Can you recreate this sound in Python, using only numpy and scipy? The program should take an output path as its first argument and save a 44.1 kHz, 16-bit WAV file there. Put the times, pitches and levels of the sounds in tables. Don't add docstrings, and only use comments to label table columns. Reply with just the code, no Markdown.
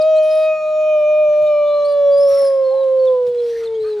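import sys
import numpy as np
from scipy import signal
from scipy.fft import rfft, irfft, next_fast_len
from scipy.io import wavfile
from scipy.ndimage import uniform_filter1d, map_coordinates

SR = 44100
rng = np.random.default_rng(int(sys.argv[2]) if len(sys.argv) > 2 else 0)


def pcm_store(signal):
    levels = np.round(np.clip(np.atleast_2d(signal), -1, 1) * 32767)
    wavfile.write(sys.argv[1], SR, levels.astype(np.int16).T)


N = 176400
DIFFUSE_SIDE, CLOSE_SIDE = 0.4, 0.073
SIDES = np.array([[.5], [-.5]])


def amp(db):
    return 10 ** (np.asarray(db) / 20)


def unit(x):
    return x / np.sqrt(np.mean(x ** 2) + 1e-20)


def along(points, hz):
    f, v = np.transpose(points)
    return np.interp(np.log(hz + 1), np.log(f + 1), v)


def curve(rows):
    times, values = np.transpose(rows)
    return uniform_filter1d(np.interp(np.arange(N) / SR, times, values), size=900, mode="nearest")


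def wobble(rate, count=N):
    knots = rng.standard_normal(int(count * rate / SR) + 4)
    return map_coordinates(knots, [np.arange(count) * rate / SR], order=2)


def filtered(x, response):
    size = next_fast_len(x.shape[-1] + 8192)
    return irfft(rfft(x, size) * response(np.fft.rfftfreq(size, 1 / SR)), size)[..., :x.shape[-1]]


def noise(spectrum, width):
    mid, side = filtered(rng.standard_normal((2, N)), lambda hz: amp(along(spectrum, hz)))
    return unit(np.array([mid + width * side, mid - width * side]))


def puff(centre_hz, width, count):
    resonance = lambda hz: 1 / (1 + (np.log((hz + 1) / centre_hz) / width) ** 2)
    return unit(filtered(rng.standard_normal(count), resonance))


def gate(length, rise_s=0.015, fall_s=0.0073):
    t = np.arange(int(length * SR)) / SR
    return t, np.sin(np.pi / 2 * np.clip(np.minimum(t / rise_s, (length - t) / fall_s), 0, 1))


def add(track, start, x):
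    part = track[max(0, round(start * SR)):][:len(x)]
    part += x[:len(part)]


def tone(hz, octave_db):
    phase = 2 * np.pi * np.cumsum(hz) / SR
    return np.sqrt(2) * (np.sin(phase) + amp(octave_db) * np.sin(2 * phase))


def howl(jitter=0.001, shimmer_db=0.24):
    # time in seconds, fundamental in Hz.
    pitch = [(0.0, 620), (0.08, 631.8), (0.23, 622.8), (0.47, 627.3), (0.65, 616.5), (0.89, 617),
             (1.04, 600.8), (1.09, 606.6), (1.21, 610), (1.3, 598.1), (1.44, 605.3), (1.55, 592),
             (1.79, 585.2), (2.13, 564.3), (2.22, 566), (2.29, 555.7), (2.4, 556.3), (2.7, 524.8),
             (2.73, 532.4), (2.82, 536.3), (2.89, 525), (2.93, 526.8), (3.07, 519.0), (3.21, 495.6),
             (3.43, 477.4), (3.54, 463.5), (3.74, 448), (3.81, 436.4), (3.92, 427), (3.99, 416)]
    # time in seconds, level in dB.
    fundamental = [(0.0, -12.5), (0.18, -10.5), (0.29, -13.0), (0.38, -12), (0.52, -14.5), (0.58, -21),
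                   (0.8, -14.5), (0.87, -14.5), (0.97, -11.5), (1.02, -13.0), (1.24, -11), (1.3, -12.5),
                   (1.41, -12.0), (1.82, -15.0), (1.95, -14), (2.07, -10.5), (2.27, -10), (2.35, -12.0),
                   (2.42, -11.5), (2.55, -14), (2.6, -14.5), (2.86, -15.0), (3.04, -11.5), (3.1, -11.5),
                   (3.2, -16.0), (3.28, -15.5), (3.33, -19), (3.42, -16.5), (3.59, -22), (3.7, -22.0),
                   (3.83, -19.0), (4.0, -21.5)]
    octave = [(0.0, -36.5), (0.26, -40.0), (0.53, -33), (1.44, -39.0), (1.49, -34.5), (1.78, -29.5),
              (2.02, -37.0), (2.78, -36.0), (2.99, -41.0), (3.15, -32.5), (3.34, -54.5), (3.6, -61),
              (3.72, -45.5), (3.82, -59), (4.0, -46)]
    third = [(0.0, -60.5), (0.45, -50.0), (0.73, -64), (1.7, -65.5), (1.93, -54.5), (4.0, -66.5)]
    fourth = [(0.0, -39.5), (0.11, -47.5), (0.16, -40.5), (0.39, -37.5), (0.5, -32.0), (0.72, -43),
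              (0.91, -32.5), (0.94, -38), (1.2, -35), (1.32, -44.5), (1.58, -37), (1.95, -57.5),
              (2.49, -59), (3.21, -73.0), (3.81, -70.5), (3.83, -58), (4.0, -66.0)]
    fifth = [(0.0, -53), (0.121, -45.0), (0.48, -52), (0.61, -72.5), (0.9, -48), (1.36, -59.5),
             (1.53, -49.5), (2.33, -67.0), (3.63, -72), (3.76, -56.5), (4.0, -82)]
    sixth = [(0.0, -43), (0.22, -60.5), (0.27, -50.5), (0.471, -44), (0.56, -64.5), (1.09, -53.5),
             (1.609, -61.5), (1.69, -45.5), (1.79, -59.5), (2.1, -46.5), (2.41, -70.0), (2.44, -60),
             (4.0, -75)]
    seventh = [(0.0, -58.5), (0.78, -61.5), (0.9, -71), (1.839, -49.5), (2.59, -74.5), (3.15, -69.5),
               (3.41, -56), (4.0, -84.5)]
    # time in seconds, level in dB.
    edge = [(0, -60.5), (1.8, -66.5), (2.8, -77), (4, -72)]
    high_overtones = {8: -11, 9: 0.97, 10: -1, 11: -3, 13: -16.5}
    # time in seconds, the fundamental's left-minus-right level in dB.
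    pan = [(0.0, 1.0), (1.8, -0.5), (1.93, -3.0), (2.05, -0.5), (2.45, -0.5), (2.64, -3.5), (3.4, -1.5),
           (3.72, 1.5), (4.0, 1)]
    # time in seconds, phase lead of the left side in radians.
    left_lead = [(0, .45), (1.8, .52), (2.8, .4), (3.3, .08), (4, .08)]
    hz = curve(pitch) * (1 + jitter * wobble(60))
    phase = 2 * np.pi * np.cumsum(hz) / SR
    shift = SIDES * curve(left_lead)
    partial = lambda k, db, pan_db: np.sqrt(2) * amp(db + SIDES * pan_db) * np.sin(k * phase + shift)
    out = partial(1, curve(fundamental) + shimmer_db * wobble(40), pan_db=curve(pan))
    out += partial(1.9983, curve(octave) + .5 * wobble(23), pan_db=2.5)
    for k, level in enumerate((third, fourth, fifth, sixth, seventh), 3):
        out += partial(k, curve(level) + 1.4 * wobble(22), pan_db=2.7 * wobble(2.1))
    for k, offset_db in high_overtones.items():
        out += partial(k, curve(edge) + offset_db + 4 * wobble(16), pan_db=2 * wobble(5.8))
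    return out


def forest_air(air_db=-50.5, rumble_pan_db=-3):
    # frequency in Hz, relative level in dB.
    air_spectrum = [(20, -27), (70, -10.5), (130, -6), (300, -2.5), (950, -3), (1500, -13), (2800, -16),
                    (3800, -10), (4900, -22), (6500, -23), (8300, -24), (15000, -43)]
    rumble_spectrum = [(20, -24.5), (45, -8.5), (70, -2.5), (110, -10.5), (200, -8.5), (500, -28),
                       (2000, -69)]
    # time in seconds, level in dB.
    rumble_level = [(0, -80), (.7, -78), (1.3, -64.5), (2.25, -57.5), (2.6, -61.5), (3.3, -56), (4, -59)]
    air = amp(air_db + wobble(18)) * noise(air_spectrum, DIFFUSE_SIDE)
    rumble = amp(curve(rumble_level) + SIDES * rumble_pan_db) * noise(rumble_spectrum, DIFFUSE_SIDE)
    return air + rumble


def paws(thud_rise_s=0.0071, thud_t60_s=0.13, snap_rise_s=.003, grain_db=3.5):
    # start in seconds, level in dB before an 8 dB lift, centre in Hz, width in log frequency.
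    footfalls = [(.375, -43.5, 665, 0.2), (1.322, -51, 2000, 0.27), (1.359, -46.5, 338, 0.48),
                 (1.415, -45, 125, .6), (1.281, -51, 110, .6), (2.178, -48.5, 88.6, 0.9),
                 (2.312, -50, 88.2, .6), (2.415, -41, 405.6, 0.44), (3.271, -44.5, 114.4, .6),
                 (3.811, -51, 100, 0.59)]
    # start in seconds, level in dB, 60 dB decay time in seconds.
    crackles = [(.805, -49, .06), (2.736, -51.5, .14), (2.834, -53, 0.11), (3.05, -46, .052),
                (3.265, -41, .07), (3.345, -53, .08), (3.485, -51, 0.061), (3.629, -39.5, .11)]
    # time in seconds, level in dB.
    rustle = [(0, -61.5), (.6, -64.5), (1.6, -64), (2.3, -58.5), (2.65, -62.5), (3.2, -60), (3.4, -54),
              (3.6, -54), (3.72, -65.5), (4, -52)]
    # frequency in Hz, relative level in dB.
    leaf_spectrum = [(300, -6), (1000, -3), (2500, 2.5), (4300, 0), (6500, -9), (9000, -11.5), (13000, -21),
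                     (16000, -25.5)]
    thuds, t = np.zeros(N), np.arange(SR // 3) / SR
    litter_env = amp(curve(rustle) + 1.5 * wobble(34))
    for start, db, hz, width in footfalls:
        env = amp(db + 8 - 60 * t / thud_t60_s) * (1 - np.exp(-t / thud_rise_s))
        add(thuds, start, env * puff(hz, width, len(t)))
    for start, db, t60 in crackles:
        add(litter_env, start, amp(db - 60 * t / t60) * (1 - np.exp(-t / snap_rise_s)))
    grains = unit(amp(grain_db * wobble(700)) * noise(leaf_spectrum, CLOSE_SIDE))
    return thuds + litter_env * grains


def whines(waver=.02, rasp=.035, smear_depth=0.25, smear_hz=863, flutter_db=3.2, swing_rad=.27):
    # start and length in seconds, first, middle and last pitch in Hz, level in dB,
    # octave and breath in dB relative to that level, roughness from 0 to 1.
    calls = [(.008, 0.025, 5000, 4650, 3860, -35, -16.5, -9.5, 0.8),
             (0.157, .036, 3800, 4080, 4590, -41, -7.5, -20, 0.4),
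             (0.221, 0.1, 4850, 4990, 5080, -51, -2.5, -3, .3),
             (0.302, .088, 5080, 5070, 5040, -43.5, -8.5, -7, 0.2),
             (0.381, 0.084, 5050, 4920, 4800, -48.5, -13, 0.5, 0.8),
             (0.619, 0.16, 3750, 3900, 3540, -54, -27.5, -18.5, .3),
             (1.458, .031, 3760, 3770, 3900, -38, -25.5, -15.5, .4),
             (1.662, 0.18, 3650, 4093, 3933, -46.5, -28.5, -20.5, .25),
             (1.791, 0.092, 3400, 3370, 3300, -53, -29.5, -20, .3),
             (1.84, 0.032, 4000, 4306, 4700, -40, -15, -14, .6),
             (1.879, .065, 4700, 4710, 4100, -44, -11.5, -9, 0.77),
             (2.108, 0.073, 4600, 4820, 4910, -45, -16, -12, .3),
             (2.168, 0.12, 4750, 5240, 5470, -41.5, -8.5, -14.5, 0.46),
             (2.283, 0.12, 5600, 5470, 5424, -37.5, -6.5, -8.5, .55),
             (2.4, 0.093, 5430, 5204, 4990, -36, -6.5, -12, .7),
             (2.633, 0.096, 4330, 4280, 4145, -50.5, -19.5, -19, 0.3),
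             (2.745, .092, 4130, 3960, 3790, -46.5, -28, -17.5, .35),
             (2.985, 0.078, 4486, 4380, 4310, -51, -27.5, -13, .28),
             (3.063, .028, 4050, 3530, 3420, -41.5, -22.5, -11.5, 0.3),
             (3.369, 0.047, 4200, 4100, 3930, -49.5, -18.5, -14.5, 0.5),
             (3.428, .2, 5300, 5870, 5690, -54.5, -15.5, 3.5, 0.5),
             (3.641, 0.04, 4500, 4110, 3370, -44.5, -19, -13.5, 0.4),
             (3.738, 0.036, 3150, 3237, 3577, -46, -16, -17, 0.3),
             (3.795, 0.15, 3730, 4270, 3820, -46, -20, -10.5, .5)]
    # frequency in Hz, relative level in dB.
    breath_spectrum = [(400, -17), (1200, -9), (1800, 0), (2900, -3), (4400, 3.5), (5800, -8),
                       (7200, -12.5), (8500, -9.5), (9500, -15.5), (11000, -12), (14000, -21),
                       (16000, -40.5)]
    left, right, breath_env = np.zeros((3, N))
    for start, length, first_hz, mid_hz, last_hz, db, octave_db, breath_db, rough in calls:
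        t, env = gate(length)
        n = len(t)
        arch_hz = np.polyval(np.polyfit([0, .5, 1], [first_hz, mid_hz, last_hz], 2), t / length)
        jitter = rough * (waver * wobble(130, n) + rasp * wobble(2500, n))
        phase = 2 * np.pi * np.cumsum(arch_hz * (1 + jitter)) / SR
        for k, level_db in ((1, db), (2, db + octave_db)):
            smear = 1 + rough * smear_depth * (wobble(smear_hz, n) + 1j * wobble(smear_hz, n))
            whistle = env * amp(level_db + flutter_db * wobble(110, n)) * smear * np.exp(1j * k * phase)
            swing = np.exp(1j * swing_rad * wobble(28, n))
            add(left, start, (whistle * swing).real)
            add(right, start, (whistle / swing).real)
        add(breath_env, start, env * amp(db + breath_db))
    hiss = uniform_filter1d(breath_env, size=2200) * noise(breath_spectrum, CLOSE_SIDE)
    return np.array([left, right]) + hiss


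def trees(x):
    # frequency in Hz, 60 dB decay time in seconds.
    decay_times = [(300, 0.95), (2000, 1), (5000, 0.63), (11000, 0.37)]
    # frequency in Hz, gain of the echo in dB.
    colour = [(2000, 1), (4200, -1.5), (5200, 3.5), (8000, -3.5), (10500, 4)]
    hz, t, spectra = signal.stft(rng.standard_normal((2, SR)), SR, nperseg=256)
    decay = amp(-60 * t / along(decay_times, hz)[:, None])
    mid, side = signal.istft(spectra * decay, SR, nperseg=256)[1]
    tail = np.array([mid + DIFFUSE_SIDE * side, mid - DIFFUSE_SIDE * side])
    echo = signal.fftconvolve(x, tail / np.linalg.norm(tail[0]), axes=1)[:, :N]
    return filtered(echo, lambda f: amp(along(colour, f)))


def far_howls(waver=.004):
    # start and length in seconds, pitch in Hz, level in dB.
    calls = [(0.982, 0.51, 811, -59.5), (1.02, 0.34, 1008, -59), (1.464, 0.37, 890, -57.5)]
    out = np.zeros(N)
    for start, length, hz, db in calls:
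        n = int(length * SR)
        voice = tone(hz * (1 + waver * wobble(33, n)), octave_db=-24.5)
        add(out, start, amp(db) * signal.windows.tukey(n) * voice)
    return out


def whimpers(rasp=0.016):
    # start and length in seconds, first and last pitch in Hz, level and relative octave in dB.
    calls = [(2.271, 0.12, 1224, 1370, -45.5, -15.5), (2.415, 0.015, 820, 769.3, -36, -26.5),
             (2.705, 0.049, 776, 850, -38.5, -30), (2.748, 0.07, 853, 920, -45.5, -17),
             (3.837, 0.053, 1194, 1286, -44, -12)]
    out = np.zeros(N)
    for start, length, first_hz, last_hz, db, octave_db in calls:
        t, env = gate(length)
        hz = np.linspace(first_hz, last_hz, len(t)) * (1 + rasp * wobble(350, len(t)))
        add(out, start, amp(db) * env * tone(hz, octave_db))
    return out


def snuffles(flutter_db=4.3):
    # start and length in seconds, centre in Hz, level in dB.
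    breaths = [(2.309, 0.11, 1950, -53), (2.399, .12, 1680, -52.5), (3.501, .084, 1784, -51),
               (3.558, 0.074, 2110, -52), (3.601, .05, 1330, -46.5), (3.841, .06, 1620, -49),
               (3.961, .041, 1457, -51.5)]
    out = np.zeros(N)
    for start, length, hz, db in breaths:
        t, env = gate(length)
        gain = amp(db + flutter_db * wobble(150, len(t)))
        add(out, start, gain * env * puff(hz, width=.08, count=len(t)))
    return out


def scene(howl_send_db=-29, pack_send_db=-10):
    soloist = howl()
    pack = whines() + whimpers() + snuffles()
    echo = trees(amp(howl_send_db) * soloist + amp(pack_send_db) * pack)
    return soloist + pack + echo + forest_air() + far_howls() + paws()


def record(dry, cutoff_hz=15000):
    return filtered(dry, lambda hz: 1 / (1 + (hz / cutoff_hz) ** 80))


dry = scene()
out = record(dry)
pcm_store(out)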